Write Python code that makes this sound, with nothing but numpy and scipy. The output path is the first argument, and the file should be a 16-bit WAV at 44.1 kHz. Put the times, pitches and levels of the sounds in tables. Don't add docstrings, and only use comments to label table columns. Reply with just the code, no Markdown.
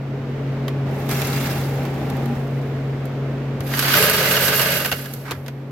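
import sys
import numpy as np
from scipy import signal
from scipy.fft import rfft, irfft, next_fast_len
from scipy.io import wavfile
from scipy.ndimage import uniform_filter1d, map_coordinates

SR = 44100
rng = np.random.default_rng(int(sys.argv[2]) if len(sys.argv) > 2 else 0)


def dump(signal):
    limited = np.clip(np.atleast_2d(signal).T, -1, 1)
    pcm = np.round(limited * 32767).astype(np.int16)
    wavfile.write(sys.argv[1], SR, pcm)


N = 251811
TIME = np.arange(N) / SR
RING = np.arange(SR // 4) / SR

# start in seconds, level in dB, own pitch in Hz,
# bright edge in dB relative to that level.
LUMP_HITS = [(3.737, -12, 1920, -8), (3.7915, -7.5, 1590, 12.5), (3.8248, -11.5, 1470, 10),
             (3.9388, -0.5, 1490, -4), (3.9821, -7, 1580, 10), (4.025, -1, 2790, 12),
             (4.0964, 0, 1520, 13.5), (4.2559, -2.5, 1550, 2), (4.3095, -1, 2790, 8), (4.3544, -2, 1920, 3),
             (4.3663, 2.5, 2920, 5), (4.481, -.5, 1640, 10), (4.5943, -1.5, 2900, 9), (4.6154, 1, 2740, 9),
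             (4.624, -1, 1605, -6), (4.8474, 0, 1820, 2), (4.8582, -4, 1520, 12), (4.9155, -0.5, 2790, 4.5),
             (4.924, 1, 2790, -2), (5.0569, -16.5, 1660, 8)]
# pitch in Hz, width in Hz, gain in dB.
GRATE_MODES = [(1247, 68, -7.5), (1350, 30, 2.5), (1520, 48, 0.5), (1657, 45, 4), (1963, 15, -9),
               (2228, 32, -1), (2660, 23, -9.5), (2790, 20, 6), (2930, 20, 0), (3530, 174, -17),
               (4410, 200, -12)]
# pitch in Hz, width in Hz, gain in dB.
TRAY_MODES = [(85.5, 29, -8), (175, 34.5, -2.5), (432, 46, -0.5), (496, 53, -2), (593, 107, -3),
              (764, 110, -7)]
# frequency in Hz, relative level in dB.
ICE_EQ = [(100, -43), (400, -10.5), (950, -4.5), (1550, -1.5), (1950, -1.5), (2800, -4), (3900, -3),
          (4500, -6.5), (6000, -12), (9000, -23), (16000, -25)]
# frequency in Hz, relative level in dB.
CHIP_EQ = [(1000, -64), (4000, 2.5), (7000, -0.5), (10000, -2), (12500, 2.5), (16000, -10)]
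# frequency in Hz, relative level in dB.
CLOSED_CHUTE_EQ = [(40, -31), (150, 9), (400, -12), (800, -9), (1100, 0), (1900, 0), (3200, -4),
                   (6000, -9.5), (9000, -15), (16000, -15)]
# start in seconds, level in dB, relative edge in dB.
NUGGET_HITS = [(1.0906, -23.5, 13.5), (1.1116, -20.5, 15.5), (1.217, -16.5, 6.5), (1.2705, -34.5, 26),
               (1.8513, -26.5, 1), (2.0997, -28.5, 11), (2.1673, -39.5, 17.5), (2.2568, -32, 12.5),
               (3.054, -46, 25.5), (5.1367, -24.5, 24)]
# start in seconds, level in dB,
# relative edge in dB.
CLICK_HITS = [(0.6805, -23, 3.5), (3.605, -23.5, 5.5), (5.3088, -8.5, 3.5), (5.3155, -10.5, 1),
              (5.4622, -22, -3), (5.4807, -16, -1)]
# pitch in Hz, level in dB relative to its click, t60 in seconds.
BUTTON_MODES = [(1140, -4, 0.043), (2690, -11, 0.028), (3130, -1.5, 0.033), (3660, -8, .03)]
# frequency in Hz, relative level in dB.
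SNAP_EQ = [(300, -53), (1500, -7), (3200, -5), (6000, -6.5), (10000, -13.5), (16000, -19)]
# pitch in Hz, width in Hz, gain in dB.
SNAP_MODES = [(1070, 400, 10), (3100, 590, 24.7)]
# frequency in Hz, relative level in dB.
KNOCK_EQ = [(60, -36), (330, 6), (900, 1), (1700, 1.5), (2500, -1.5), (5000, -10), (16000, -63)]
# frequency in Hz, relative level in dB.
SCUFF_EQ = [(200, -24), (900, -2), (1400, 0), (2300, -3), (3000, -12), (5000, -15), (16000, -40)]
# frequency in Hz, relative level in dB.
GEAR_EQ = [(25, -31), (55, -20), (85, 0.5), (110, -6), (170, -2), (330, -7), (700, -11.5), (830, -10.5),
           (1000, -19), (2000, -22), (6000, -39.5), (16000, -58)]
# pitch in Hz, level in dB relative to the rumble.
WHINE_TONES = [(240, -6), (802, -12.5)]
# start in seconds, relative level in dB.
CABINET_HITS = [(.88, -23), (3.594, -20.5), (4.02, -14.5), (4.916, -15), (5.321, -21.5), (5.363, -17)]
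# pitch in Hz, level in dB relative to the main hum.
HUM_TONES = [(58.3, -21.5), (232, -12.5), (275, -15), (411, -17.5)]
# frequency in Hz, relative level in dB.
FAN_EQ = [(25, -45), (60, -20.5), (110, -0.5), (180, -5), (250, -1), (340, -4), (430, -3.5), (620, -8),
          (1000, -16), (2100, -21), (3300, -28.5), (6000, -38.5), (10000, -51.5), (16000, -53)]
# frequency in Hz, likeness of left and right from 0 to 1.
STEREO_LIKENESS = [(150, .99), (380, .95), (700, .72), (1300, .58), (2400, .25), (4400, 0)]
# frequency in Hz, left minus right in dB.
PAN_CURVE = [(60, 5), (95, -0.5), (150, 1), (240, 2), (380, 0), (600, 3), (950, -1), (1500, -2.5),
             (2380, -8), (3770, 2.5), (5980, -1), (9470, -6.5), (15000, -12)]

OPEN_S, OPENING_S, EMPTY_S = 3.594, 0.29, 4.736
FLOW_POWER, FLOW_SAG_DB_PER_S = 1.62, 4.5
SURGE_S, SURGE_DB = 3.925, 8
LUMP_RING_DB, LUMP_KNOCK_DB = -4, 27.5
LOAD_START_S, LOAD_END_S, LOAD_DB = 1.085, 1.48, -35.5
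AUGER_ON_S, AUGER_OFF_S, AUGER_DB = 0.853, 2.36, -31.5
HUM_HZ, HUM_DB, FAN_DB = 136.7, -24.5, -30
APPROACH_DB, APPROACH_S = 4, 0.52


def ice_pour():
    surge = np.clip((TIME - SURGE_S) / 0.025, 0, 1)
    jump = amp(SURGE_DB * (surge - 1))
    flow = lambda fall: jump * swell(OPEN_S, OPENING_S, EMPTY_S, FLOW_SAG_DB_PER_S, fall, FLOW_POWER)
    clatter = amp(-12) * flow(fall=59.5)
    crackle = amp(-16.8 + 1.8 * wobble(22)) * flow(fall=47.5)
    starts, db, pitches, edge_db = np.transpose(LUMP_HITS)
    landings = lambda: [contact(t60=.022, alcove_db=-9, alcove_t60=.1, attack=.0008) for _ in starts]
    clack = lambda: contact(t60=.007, alcove_db=-11, alcove_t60=.1)
    pieces = shower(impacts(clatter, rate=500, spread_db=2.5), clack)
    lumps = blows(starts, db, landings())
    body = coloured(amp(2) * pieces + amp(12.5) * lumps, ICE_EQ)
    grate = resonant(amp(16) * pieces + amp(24.5) * lumps, GRATE_MODES)
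    knocks = blows(starts, db + LUMP_KNOCK_DB, landings())
    tray = resonant(amp(18.5) * surge * pieces + knocks, TRAY_MODES)
    chips = impacts(crackle, rate=2000, spread_db=-0.5)
    crunch = shower(chips, lambda: contact(t60=0.0011, alcove_db=-2, alcove_t60=0.13), spots=5)
    chinks = tinkle(chips, low_hz=4000, high_hz=16000, t60=.016)
    edges = blows(starts, db + edge_db, landings())
    sparkle = coloured(amp(-0.9) * crunch + amp(-0.5) * chinks + edges, CHIP_EQ)
    tocks = blows(starts, db + LUMP_RING_DB, [mode(hz, t60=.03, attack=.002) for hz in pitches])
    return stereo(body + grate + tray + sparkle) + tocks


def chute_filling():
    load = amp(LOAD_DB) * swell(LOAD_START_S, .008, LOAD_END_S, sag_db_per_s=0.5, fall_db_per_s=48)
    spurts = amp(-48 + 0.95 * wobble(22))
    trickle = spurts * swell(AUGER_ON_S, 0.15, AUGER_OFF_S, sag_db_per_s=6, fall_db_per_s=17)
    pieces = impacts(np.hypot(load, trickle), rate=1100, spread_db=4)
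    clacks = shower(pieces, lambda: contact(t60=0.0036, alcove_db=-14, alcove_t60=0.09), spots=5)
    chinks = tinkle(pieces, low_hz=3280, high_hz=16000, t60=.017)
    return stereo(coloured(amp(7) * clacks + amp(5) * chinks, CLOSED_CHUTE_EQ))


def plastic_clicks():
    pressed_s, pressed_db, _ = CLICK_HITS[0]
    ring = sum(amp(db) * mode(hz, t60, attack=.001) for hz, db, t60 in BUTTON_MODES)
    button = blows([pressed_s], [pressed_db], [ring])
    return taps(CLICK_HITS, knock_db=16.5) + button + taps(NUGGET_HITS, knock_db=17)


def chute_scuff():
    rubbing = amp(-27.5) * swell(start=5.243, attack=0.02, end=5.32, sag_db_per_s=-3, fall_db_per_s=245)
    catches = amp(2 * wobble(220))
    return rubbing * catches * stereo(noise(SCUFF_EQ))


def auger():
    running = amp(AUGER_DB) * swell(AUGER_ON_S, 0.014, AUGER_OFF_S, sag_db_per_s=-1.9, fall_db_per_s=250)
    whine = sum(amp(db + 4.5 * wobble(12.07)) * np.sin(2 * np.pi * hz * TIME + 1.84 * wobble(16))
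                for hz, db in WHINE_TONES)
    rumble = amp(1.8 * wobble(10)) * stereo(noise(GEAR_EQ))
    return running * (rumble + whine)


def cabinet_boom():
    starts, db = np.transpose(CABINET_HITS)
    return blows(starts, db - 1.5, [mode(hz=90.5, t60=0.17, attack=0.0051)] * len(starts))


def compressor_and_fan():
    approach = amp(-APPROACH_DB * np.maximum(1 - TIME / APPROACH_S, 0))
    tone = lambda hz, drift: np.sqrt(2) * np.sin(2 * np.pi * hz * TIME + drift * wobble(9))
    hum = tone(HUM_HZ, drift=0.074) * amp(-0.13 + 1.18 * wobble(14))
    side_tones = sum(amp(db + 1.4 * wobble(9.2)) * tone(hz, drift=hz / 300) for hz, db in HUM_TONES)
    return approach * (amp(HUM_DB) * (hum + side_tones) + amp(FAN_DB) * stereo(noise(FAN_EQ)))


def taps(rows, knock_db):
    starts, db, edge_db = np.transpose(rows)
    snaps = lambda: [contact(t60=.016, alcove_db=-12, alcove_t60=.09, attack=.0006) for _ in starts]
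    knocks = [contact(t60=.04, alcove_db=-10, alcove_t60=.11, attack=.002) for _ in starts]
    strikes = blows(starts, db, snaps())
    body = amp(11.5) * coloured(strikes, SNAP_EQ) + resonant(strikes, SNAP_MODES)
    knock = coloured(blows(starts, db + knock_db, knocks), KNOCK_EQ)
    edge = coloured(blows(starts, db + edge_db, snaps()), CHIP_EQ)
    return stereo(body + knock + edge)


def contact(t60, alcove_db, alcove_t60, attack=0.0022):
    decay = amp(-60 * RING / t60) + amp(alcove_db - 60 * RING / alcove_t60)
    envelope = decay * (1 - np.exp(-RING / attack))
    return unit(rng.standard_normal((2, len(RING))) * envelope) / np.sqrt(len(RING))


def impacts(level, rate, spread_db, thinning=.22):
    density = rate * (level / level.max()) ** thinning
    struck = rng.random(N) < density / SR
    size = struck * amp(spread_db * np.minimum(rng.standard_normal(N), 1))
    power = np.abs(uniform_filter1d(size ** 2, SR // 20)) + 0.46 * density / SR + 1e-9
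    return size * level / np.sqrt(power)


def shower(train, response, spots=8):
    spot = rng.integers(spots, size=N)
    return sum(signal.oaconvolve((train * (spot == k))[None], response(), axes=1)[:, :N]
               for k in range(spots))


def tinkle(train, low_hz, high_hz, t60):
    hits = np.flatnonzero(train)
    age = RING[:SR // 60]
    hz = rng.uniform(low_hz, high_hz, N)[hits, None]
    ring = np.sin(2 * np.pi * hz * age) * amp(-60 * age / t60)
    ring *= train[hits, None] / np.linalg.norm(ring, axis=1, keepdims=True)
    samples = (hits[:, None] + np.arange(len(age))).ravel()
    channel_gains = rng.uniform(-1, 1, (2, N))
    return np.array([np.bincount(samples, (ring * gain[hits, None]).ravel(), N)[:N]
                     for gain in channel_gains])


def blows(starts, db, responses):
    track = np.zeros((2, N + len(RING)))
    for start, gain, response in zip(starts, amp(db), responses):
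        track[:, round(start * SR):][:, :len(RING)] += gain * response
    return track[:, :N]


def mode(hz, t60, attack):
    return np.sin(2 * np.pi * hz * RING) * (1 - np.exp(-RING / attack)) * amp(-60 * RING / t60)


def resonant(x, modes):
    body = lambda f: sum((-1) ** k * amp(db) * 1j * f * width / (hz * hz - f * f + 1j * f * width)
                         for k, (hz, width, db) in enumerate(modes))
    return filtered(x, body)


def swell(start, attack, end, sag_db_per_s, fall_db_per_s, power=1):
    rise = np.clip((TIME - start) / attack, 0, 1) ** power
    held = np.clip(TIME, start + attack, end) - (start + attack)
    return rise * amp(-sag_db_per_s * held - fall_db_per_s * np.maximum(TIME - end, 0))


def wobble(rate):
    return map_coordinates(rng.standard_normal(int(N * rate / SR) + 4), [TIME * rate])


def noise(eq):
    return coloured(rng.standard_normal((2, N)), eq)


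def coloured(x, eq):
    size = 4096
    cepstrum = irfft(np.log(amp(along(eq, np.fft.rfftfreq(size, 1 / SR)))))
    cepstrum[1:size // 2] *= 2
    cepstrum[size // 2 + 1:] = 0
    pulse = irfft(np.exp(rfft(cepstrum)))
    return signal.fftconvolve(x, pulse[None] / np.linalg.norm(pulse), axes=1)[:, :N]


def filtered(x, response):
    size = x.shape[-1]
    padded = next_fast_len(size + 8192)
    return irfft(rfft(x, padded) * response(np.fft.rfftfreq(padded, 1 / SR)), padded)[..., :size]


def along(points, hz):
    knots_hz, values = np.transpose(points)
    return np.interp(np.log(hz + 1), np.log(knots_hz + 1), values)


def amp(db):
    return 10 ** (np.asarray(db) / 20)


def unit(x):
    return x / np.sqrt(np.mean(x ** 2) + 1e-20)


def stereo(pair):
    angle = lambda hz: np.arccos(np.clip(along(STEREO_LIKENESS, hz), 0, 1)) / 2
    mid, side = filtered(pair, lambda hz: np.array([np.cos(angle(hz)), np.sin(angle(hz))]))
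    return np.array([mid + side, mid - side])


def panned(x, facing):
    return filtered(x, lambda hz: amp(facing * along(PAN_CURVE, hz) * np.array([[.5], [-.5]])))


def gain_control(x, threshold_db=-18, range_db=8, attack_s=0.032, sink_db_per_s=0.2):
    smooth = lambda v: signal.lfilter([1 / (attack_s * SR)], [1, 1 / (attack_s * SR) - 1], v)
    level_db = 10 * np.log10(smooth(np.mean(x ** 2, axis=0)) + 1e-12)
    excess_db = np.clip(level_db - threshold_db, 0, range_db)
    duck_db = np.maximum.accumulate(excess_db - sink_db_per_s * TIME) + sink_db_per_s * TIME
    return x * amp(-smooth(duck_db))


def scene():
    inside = compressor_and_fan() + auger() + chute_filling() + cabinet_boom()
    plastic = plastic_clicks() + chute_scuff()
    return panned(inside, facing=0.55) + panned(plastic, facing=0.89) + panned(ice_pour(), facing=0.99)


def record(dry, port_hz=12600, width_hz=1900, port_db=7, top_hz=16100):
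    resonance = lambda f: 1j * f * width_hz / (port_hz ** 2 - f * f + 1j * f * width_hz)
    bright = filtered(dry, lambda f: 1 + (amp(port_db) - 1) * resonance(f))
    ducked = gain_control(bright)
    rounded = ducked / (1 + (ducked / .85) ** 4) ** .25
    return filtered(rounded, lambda hz: hz < top_hz)


dry = scene()
out = record(dry)
dump(out)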